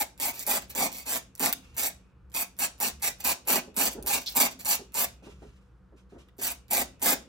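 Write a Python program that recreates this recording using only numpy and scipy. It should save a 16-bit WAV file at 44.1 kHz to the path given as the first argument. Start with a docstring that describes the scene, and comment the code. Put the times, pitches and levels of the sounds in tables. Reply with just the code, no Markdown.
"""A steel dip pen flicks quick hatching strokes over paper on a wooden desk in a small quiet room.
From the start there are still air, faint mains hum and the forearm's rumble. The nib ticks as it lands, then
snaps over the fibres, which sets nib, sheet and desk sounding; between flicks it sometimes drags lightly back.
Then the pen holder knocks, a sleeve rustles, the hand bumps softly on the desk and the nib squeals briefly.
Later, in a pause, the pen goes to the ink pot, with more bumps and rustles; then the last flicks follow."""
import sys
import numpy as np
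from scipy import signal
from scipy.fft import rfft, irfft, next_fast_len
from scipy.io import wavfile
from scipy.ndimage import uniform_filter1d

SR = 44100
rng = np.random.default_rng(int(sys.argv[2]) if len(sys.argv) > 2 else 0)


def materialize(psi):
    """Save the field psi as 16-bit PCM at rate SR to the path in sys.argv[1].

    A 1-D psi becomes a single channel; in a 2-D psi each row is a channel.
    """
    bounded = np.clip(np.atleast_2d(psi).T, -1, 1)
    quanta = np.round(bounded * 32767).astype(np.int16)
    wavfile.write(sys.argv[1], SR, quanta)


N = 321048
SIZE = next_fast_len(N + SR // 2)   # samples in a Fourier transform, with space for the room's tail
HZ = np.maximum(np.arange(SIZE // 2 + 1) * SR / SIZE, 1)
TIME = np.arange(N) / SR
APART = np.array([[1], [-1]])   # opposite signs in left and right


def from_db(db):
    """Turn decibels into gain."""
    return 10 ** (np.asarray(db) / 20)


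def over_hz(rows, axis=1, hz=HZ):
    """Read one column of a table along a log-frequency axis."""
    rows = np.array(rows)
    return np.interp(np.log(hz), np.log(rows[:, 0]), rows[:, axis])


def in_time(rows):
    """Join (time, value) points into a curve with a value at every sample."""
    return np.interp(TIME, *np.transpose(rows))


def drift(rate):
    """Wander at random around zero, with this many new values a second joined by straight lines."""
    knots = rng.standard_normal(int(N / SR * rate) + 2)
    return np.interp(TIME * rate, np.arange(len(knots)), knots)


def band(low_hz, high_hz, order=8):
    """Gain at each frequency of a band-pass; a higher order is steeper."""
    low_side = 1 + (low_hz / HZ) ** (2 * order)
    high_side = 1 + (HZ / high_hz) ** (2 * order)
    return (low_side * high_side) ** -.5


def colour(x, gain):
    """Filter without pre-echo (minimum phase), keeping the power of white noise."""
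    evened = gain / np.sqrt(np.mean(gain ** 2))
    cepstrum = irfft(np.log(evened + 1e-5), SIZE)
    # folding the second half onto the first makes the filter act only after its input
    cepstrum[1:SIZE // 2] *= 2
    cepstrum[SIZE // 2 + 1:] = 0
    return irfft(rfft(x, SIZE) * np.exp(rfft(cepstrum)), SIZE)[..., :N]


def noise(spectrum):
    """Make noise of a given colour, with an rms level of about one."""
    gain = from_db(over_hz(spectrum)) * band(spectrum[0][0], spectrum[-1][0])
    return colour(rng.standard_normal(N), gain)


def bursts(rows, rise_s, decay_s):
    """Loudness curve of blows that rise and die away, cut after half a second."""
    out = np.zeros(N)
    for start, db in rows:
        at = max(int(start * SR), 0)
        t = TIME[:min(N - at, SR // 2)]
        out[at:at + len(t)] += from_db(db) * (1 - np.exp(-t / rise_s)) * np.exp(-t / decay_s)
    return out


# Colour of the room's still air. 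Each row: frequency in Hz, relative level in dB.
AIR_COLOUR = [(65, -30), (110, -10), (150, -22.5), (193, 0), (210, -26.5), (238, -19), (346, -19.5),
              (444, -23.5), (483, -16.5), (583, -30.5), (1340, -26), (2120, -40), (16000, -62.5)]


def still_air():
    """Steady quiet noise, mostly shared by both sides and partly different left and right."""
    return from_db(-63) * (noise(AIR_COLOUR) + 0.4 * noise(AIR_COLOUR) * APART)


# Faint mains hum. Each row: frequency in Hz, rms level in dB.
MAINS_HUM = [(59.8, -64), (119.6, -70)]


def hum():
    """Mains hum and its octave, as pure tones."""
    return sum(np.sqrt(2) * from_db(db) * np.sin(2 * np.pi * hz * TIME) for hz, db in MAINS_HUM)


# Colour of the desk's rumble under the arm. Each row: frequency in Hz, relative level in dB.
RUMBLE_COLOUR = [(15, -40.5), (25, -27), (40, -9.5), (54, 2), (70, 0.5), (97, -18), (123, -7), (150, -11),
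                 (200, -27.5), (330, -120)]
# The forearm shifts its weight. Each row: start in seconds, level in dB before the rise and fade.
WEIGHT_SHIFTS = [(.16, -49), (2.9, -43.5), (3.2, -50.5), (3.96, -39), (5.06, -48), (5.3, -43.5),
                 (5.44, -48), (6.41, -44), (6.95, -51)]


def forearm():
    """The desk rumbles unevenly under the arm all the time, and more when the arm's weight shifts."""
    bed = from_db(-59.5 + 2.5 * drift(8))
    level = bed + bursts(WEIGHT_SHIFTS, rise_s=.04, decay_s=0.052)
    return (noise(RUMBLE_COLOUR) + .08 * noise(RUMBLE_COLOUR) * APART) * level


# Resonances of desk, sheet and nib. Each row: frequency in Hz, width in Hz, relative level in dB.
BODY_RESONANCES = [(182.3, 100, -10), (259.3, 96, -4.5), (384, 310, -10.5), (521, 110, -4.5),
                   (797, 525, -1.5), (1190, 920, -27), (1680, 290, -7), (2238, 786, -2), (2540, 490, -6.5),
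                   (3660, 760, -14), (4580, 860, -8), (5910, 870, -9.5), (7590, 940, -2.5),
                   (7940, 100, -14), (8580, 2800, -4.5), (9610, 890, -4), (11420, 1500, -6.5),
                   (12850, 1800, -7.5), (14240, 960, -3.5), (15300, 1100, -7)]


def pen_response():
    """Add the power of all resonances of desk, sheet and nib: gain at each frequency."""
    power = 0
    for hz, width, db in BODY_RESONANCES:
        detune = (HZ ** 2 - hz ** 2) / (HZ * width)
        power = power + from_db(2 * db) / (1 + detune ** 2) ** 2
    return np.sqrt(power)


def fibres(per_s, spread_db, smooth_share, slip_db):
    """Friction force: fibres snap at random over a smooth rub, in clumps as the nib sticks and slips."""
    strength = from_db(spread_db * np.minimum(rng.exponential(1, N), 4))
    snaps = (rng.random(N) < per_s / SR) * rng.choice([-1, 1], N) * strength
    rub = smooth_share * rng.standard_normal(N)
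    force = (snaps / snaps.std() + rub) * from_db(slip_db * drift(420))
    return force / force.std()


# Firm outward flicks. Each row: start in seconds, end in seconds, base level in dB, swell (rise along the
# stroke) in dB, weight (how hard the nib leans into the desk) in dB, landing tick in dB.
# Each part of the sound takes its own share of swell and weight.
OUTWARD_FLICKS = [(0, 0.038, -27, -17, 2, -34), (0.1999, 0.297, -29, 2, -1, -15.5),
                  (0.4658, 0.572, -26.5, 0.5, 1, -16.5), (.751, 0.863, -28, 7.5, 3, -16),
                  (1.056, 1.176, -31, 5, 0, -40.5), (1.396, 1.49, -27, 2.5, 4.5, -15),
                  (1.7666, 1.883, -28.5, -2, -4, -24), (2.34, 2.431, -29.5, 0.5, -4, -52),
                  (2.589, 2.658, -27.5, 5, -3.5, -19), (2.802, 2.885, -27.5, 0, -0.5, -12),
                  (3.02, 3.095, -28, 0.5, -3, -26), (3.242, 3.321, -24, 0, -1, -17),
                  (3.474, 3.581, -25.5, -1, 3.5, -18.5), (3.7653, 3.873, -24.5, 3, 2, -15),
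                  (4.0625, 4.178, -26.5, -1, -0.5, -17.5), (4.352, 4.46, -23.5, 2, 1, -18),
                  (4.649, 4.754, -26.5, 1.5, -4.5, -20.5), (4.943, 5.043, -26.5, 2, -2, -20),
                  (6.41, 6.519, -31.5, -2.5, -5, -38), (6.704, 6.819, -27, 2.5, 1, -29),
                  (7.018, 7.132, -24, 4, 2, -20)]
# Light drags back. Each row: start in seconds, end in seconds, base level in dB, swell in dB.
BACK_DRAGS = [(.328, 0.429, -42, 9.5), (0.619, 0.627, -42, -3.5), (0.695, 0.713, -41, 0),
              (0.914, 1.028, -44, -5.5), (3.2, 3.21, -34, -3), (3.905, 3.942, -43.5, -1.5),
              (4.206, 4.233, -45, -2), (4.26, 4.339, -46, -8), (4.505, 4.519, -44, 4),
              (4.59, 4.617, -43, 1.5), (6.383, 6.41, -46.5, 0)]


def strokes():
    """List every pass of the nib: start, end, level, swell, weight, and whether it is drawn backwards."""
    outward = [(*row[:5], False) for row in OUTWARD_FLICKS]
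    return outward + [(*row, 0, True) for row in BACK_DRAGS]


GRAZE_S = .022   # seconds of light grazing before each stroke


def flicks(gain_db, weight_share, swell_share, rise_db, arch_db, land_s, lift_s, graze_db, drag_db):
    """Loudness curve of the strokes: the nib grazes, bites, speeds up towards mid-stroke, then lifts off."""
    out = np.zeros(N)
    for start, end, level_db, swell_db, weight_db, backwards in strokes():
        near = slice(max(int((start - GRAZE_S) * SR), 0), int(start * SR) + SR // 4)
        t, length = TIME[near] - start, max(end - start, .005)
        along = np.clip(t / length, 0, 1) - .5   # -0.5 at the start, 0.5 at the end
        graze = from_db(graze_db) * np.clip(1 + t / GRAZE_S, 0, 1)
        bite = 1 - np.exp(-np.maximum(t, 0) / land_s)
        lift = np.exp(-np.maximum(t - length, 0) / lift_s)
        shape_db = (rise_db + swell_share * swell_db) * along - arch_db * (2 * along) ** 2
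        stroke_db = gain_db + level_db + weight_share * weight_db + backwards * drag_db
        out[near] += (graze + bite) * lift * from_db(stroke_db + shape_db)
    return out


def sinking_note(first_hz, last_hz, width_hz):
    """A hollow resonance, made of narrow noise, that falls in pitch along each stroke."""
    points = []
    for start, end, *_ in sorted(strokes()):
        points += [(start, first_hz), (end, last_hz)]
    hz = in_time(points)
    wobble = colour(rng.standard_normal(N), band(1, width_hz / 2, order=2))
    return np.sqrt(2) * wobble * np.cos(2 * np.pi * np.cumsum(hz) / SR)


def scratching():
    """One friction force drives nib, sheet and desk; the lower tones depend more on the nib's weight."""
    hiss = flicks(-0.24, weight_share=-.05, swell_share=1.3, rise_db=.2, arch_db=5.5,
                  land_s=0.0024, lift_s=0.0078, graze_db=-26, drag_db=-1.5)
    edge = flicks(-0.48, weight_share=0, swell_share=1.1, rise_db=0.5, arch_db=5.0,
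                  land_s=0.0037, lift_s=0.014, graze_db=-25, drag_db=3.5)
    rasp = flicks(-13.0, weight_share=0.25, swell_share=1.0, rise_db=3.0, arch_db=5.5,
                  land_s=0.002, lift_s=0.018, graze_db=-10.5, drag_db=-2)
    drone = flicks(-11.5, weight_share=.7, swell_share=.6, rise_db=3.0, arch_db=5,
                   land_s=.0038, lift_s=.014, graze_db=-14, drag_db=-6.5)
    deep = flicks(-16.0, weight_share=1.26, swell_share=0.75, rise_db=1.5, arch_db=2,
                  land_s=.0035, lift_s=.016, graze_db=-12, drag_db=-1.5)
    # each zone: loudness curve, low edge in Hz, high edge in Hz, gain in dB
    zones = [(hiss, 10500, 17000, -3.0), (hiss, 6600, 10500, -3.2), (edge, 3300, 6600, -8.5),
             (rasp, 1300, 3300, -1.0), (drone, 620, 1300, -1.0), (deep, 150, 620, 0.0)]
    force = fibres(per_s=3200, spread_db=3.0, smooth_share=0.51, slip_db=2.0) * from_db(1.35 * drift(110))
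    body = pen_response()
    rub = 0
    for level, low, high, db in zones:
        # the colour wanders as the nib flexes and turns
        wander = from_db(db + 1.42 * drift(45) + .8 * drift(6))
        rub = rub + colour(force * level * wander, body * band(low, high))
    note = from_db(-1.0) * drone * sinking_note(first_hz=932.4, last_hz=653, width_hz=99)
    # now and then a tine hooks a coarse fibre and pings free; light drags do it too
    hooks = fibres(per_s=130, spread_db=2.5, smooth_share=0, slip_db=1.0) * hiss ** .7
    pings = from_db(-14.0) * colour(hooks, body * band(11000, 19000, order=3))
    return rub + note + pings


def hand_bounce(x, delay_s, swing_s, gain_db):
    """The moving hand throws sound back from close by, so hollow notches wander through the scratch."""
    back = from_db(gain_db) * np.interp(TIME - delay_s - swing_s * drift(7), TIME, x)
    return (x + back) / np.sqrt(1 + from_db(2 * gain_db))


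# The nib catches on a coarse fibre or taps the sheet; the rows at 1.5273 s and 6.286 s give the bright crack of
# the holder's knocks. Each row: start in seconds, strike level in dB.
FIBRE_SNAGS = [(.0149, -20), (.1775, -40), (0.394, -17.5), (.427, -21.5), (1.3525, -28), (1.379, -32),
               (1.4599, -4), (1.5273, -5.5), (2.3, -48), (3.25, -10.5), (3.4853, -6.5), (3.855, -9),
               (4.0263, -25.5), (4.322, -29), (4.4194, -4.5), (6.286, -56), (6.383, -35), (6.7328, -6.5)]


def ticks():
    """Steel meets paper: a very short hard crack, then a brief rattle of the tines; light touches are duller."""
    landings = [(start, tick_db) for start, *_, tick_db in OUTWARD_FLICKS]
    # the nib touches lightly just before a flick
    touches = [(start - GRAZE_S, -50) for start, _ in landings if start > GRAZE_S]
    hits = landings + FIBRE_SNAGS
    rattle = from_db(-17.0) * bursts(hits, rise_s=0.00026, decay_s=0.0024)
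    crack = bursts(hits, rise_s=.00005, decay_s=0.00025) + rattle
    grit = rng.choice([-1., 1.], N)
    hard = colour(grit * crack, pen_response() ** .5 * band(10000, 18000, order=1))
    landing_blows = bursts(landings, rise_s=.0003, decay_s=.003)
    thud = colour(grit * landing_blows, pen_response() * band(300, 3000, order=2))
    light_blows = bursts(touches, rise_s=.0001, decay_s=0.0016)
    soft = colour(grit * light_blows, band(2500, 9000, order=1))
    return from_db(-.5) * hard + from_db(-22) * thud + soft


# The pen holder knocks lightly. Each row: start in seconds, strike level in dB.
HOLDER_KNOCKS = [(1.5269, -30.5), (6.286, -56.5)]


def knocks():
    """A short dry note of the wooden holder, made from a quick burst of noise."""
    blows = bursts(HOLDER_KNOCKS, rise_s=0.00024, decay_s=0.0028)
    return colour(rng.choice([-1., 1.], N) * blows, band(1200, 3400, order=4))


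# Colour of the sleeve's rustle. Each row: frequency in Hz, relative level in dB.
RUSTLE_COLOUR = [(530, -25), (900, -2.5), (2000, -7), (2630, -2.5), (3870, -8.5), (8940, -11), (15000, -28)]
# The sleeve brushes the paper. Each row: start in seconds, base level in dB, fade time in seconds.
SLEEVE_BRUSHES = [(1.62, -64, 0.22), (5.223, -56, .1), (5.42, -68.5, 0.13), (5.96, -62, 0.03),
                  (6.09, -64.5, 0.042), (6.18, -58, 0.042)]


def sleeve():
    """Cloth brushes unevenly over the paper, as noise with a flickering level."""
    brushing = sum(bursts([(start, db)], 0.013, fade_s) for start, db, fade_s in SLEEVE_BRUSHES)
    return noise(RUSTLE_COLOUR) * brushing * from_db(2.7 * drift(60))


# Soft bumps of the hand on the desk. Each row: start in seconds, level in dB before rise, fade and gain.
HAND_BUMPS = [(3.674, -40), (3.947, -33), (3.975, -33), (4.039, -38.5), (4.79, -36.5), (5.222, -41),
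              (5.265, -37.5), (5.419, -36), (5.921, -44.5), (6.122, -41), (6.154, -40), (6.385, -37.5)]
# Colour of those bumps. Each row: frequency in Hz, relative level in dB.
THUMP_COLOUR = [(71, -21), (120, -13.5), (372, -3), (609, -14.5), (964, -22), (1100, -35), (1230, -27),
                (2000, -38), (2600, -70), (4400, -120)]


def hand():
    """Dull bumps on the desk, as short bursts of low noise."""
    return from_db(-5.0) * noise(THUMP_COLOUR) * bursts(HAND_BUMPS, rise_s=0.0027, decay_s=0.025)


# The nib squeals on a return drag. The one row: start in seconds, end in seconds.
SQUEAL_SPAN = (4.26, 4.296)


def squeal():
    """The tines chatter for a moment in one broad resonance."""
    along = np.interp(TIME, SQUEAL_SPAN, (0, 1))
    swell = np.sqrt(np.abs(np.sin(np.pi * along ** .7)))
    return from_db(-34.5) * swell * colour(rng.standard_normal(N), band(3800, 4900, order=6))


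def near_echoes(x, first_s, last_s, swing_s, spread_s, count):
    """Desk, hand and pot reflect the sound; paths change as the pen moves, each reaching one port first."""
    out = np.zeros((2, N))
    for k in range(count):
        delay = rng.uniform(first_s, last_s) + swing_s * drift(4)
        lead = spread_s * rng.uniform(-0.967, 1)
        out += [(-1) ** k * np.interp(TIME - delay + side, TIME, x) for side in (lead, -lead)]
    return out / np.sqrt(count)


def all_round(evenness):
    """Each treble resonance leaves the pen its own way, so the room's tail gets a smoother spectrum."""
    grid = np.geomspace(100, 20000, 230)
    level = np.interp(grid, HZ, np.log(pen_response()))
    ripple = (level - uniform_filter1d(level, size=30)) * (grid > 1300)
    return np.exp(-evenness * np.interp(HZ, grid, ripple))


def afterring(low_hz, high_hz, t60, gain_db):
    """Something near the desk rings on faintly in one narrow band, up to half a second: its response."""
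    t = TIME[:SR // 2]
    tail = rng.standard_normal((2, len(t))) * from_db(-60 * t / t60)
    return from_db(gain_db) * band(low_hz, high_hz) * rfft(tail / np.linalg.norm(tail[0]), SIZE)


# The pen as the two microphone ports hear it. Each row: frequency in Hz, phase lead of the left in radians,
# left-right level difference in dB.
EAR_PORTS = [(150, 0.2, -0.5), (950, 0.9, -0.3), (1450, -0.1, -1.2), (1900, -1.7, -3.2), (2900, -3.9, -2.4),
             (4500, -7.5, -2.0), (6000, -6.6, -2.8), (7500, -8.4, -4.3), (8600, -9.9, -5.3),
             (9800, -10.7, -4.1), (10600, -11.0, 0.2), (12500, -12.5, -0.1), (13700, -13.1, 0.0),
             (15600, -15.2, -0.1)]
# The room's answer. Each row: frequency in Hz, time to fall by 60 dB in seconds, tail level in dB
# (before the tail is evened out), near reflections in dB.
ROOM_BANDS = [(200, 0.93, -11, -11), (770, 0.25, -7.5, -5.5), (2500, 0.29, -8.5, 3), (4830, 0.27, -6, -2.5),
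              (9390, 0.23, -11.5, -1.5), (10950, 0.18, -13.5, -16.5), (15100, 0.23, -18.5, 5.5)]


def room(x):
    """Direct sound at two ports, near reflections, and a tail of half a second at most that dies by band."""
    t = TIME[:SR // 2]
    # half of the left-right difference goes to each side
    half = 1j * over_hz(EAR_PORTS) / 2 + np.log(from_db(over_hz(EAR_PORTS, axis=2))) / 2
    answer = np.exp([half, -half]) + afterring(low_hz=2500, high_hz=2780, t60=1.5, gain_db=-20)
    mid, side = rng.standard_normal((2, len(t))) * (t > .005)
    evened = all_round(evenness=.8)
    for k, (hz, t60, tail_db, _) in enumerate(ROOM_BANDS):
        share = over_hz([(row[0], j == k) for j, row in enumerate(ROOM_BANDS)])
        width = min(hz / 800, 1)   # long waves reach both ports alike
        tail = (mid + width * side * APART) * from_db(-60 * t / t60)
        answer = answer + share * evened * rfft(from_db(tail_db) * tail / np.linalg.norm(tail[0]), SIZE)
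    near = near_echoes(x, first_s=0.001184, last_s=.009, swing_s=.0002, spread_s=0.000255, count=12)
    near_spectrum = rfft(near, SIZE) * from_db(over_hz(ROOM_BANDS, axis=3))
    return irfft(rfft(x, SIZE) * answer + near_spectrum, SIZE)[:, :N]


def scene():
    """Pen, sleeve and hand in the room, over desk rumble, hum and still air."""
    nib = hand_bounce(from_db(-1.72) * scratching(), delay_s=0.0006986, swing_s=.00015, gain_db=-10.5)
    in_room = room(nib + ticks() + knocks() + sleeve() + hand() + squeal())
    return in_room + forearm() + still_air() + hum()


def record(dry):
    """Cut the top steeply above 15900 Hz."""
    return signal.sosfilt(signal.ellip(12, .1, 80, 15900, fs=SR, output="sos"), dry)


dry = scene()
out = record(dry)
materialize(out)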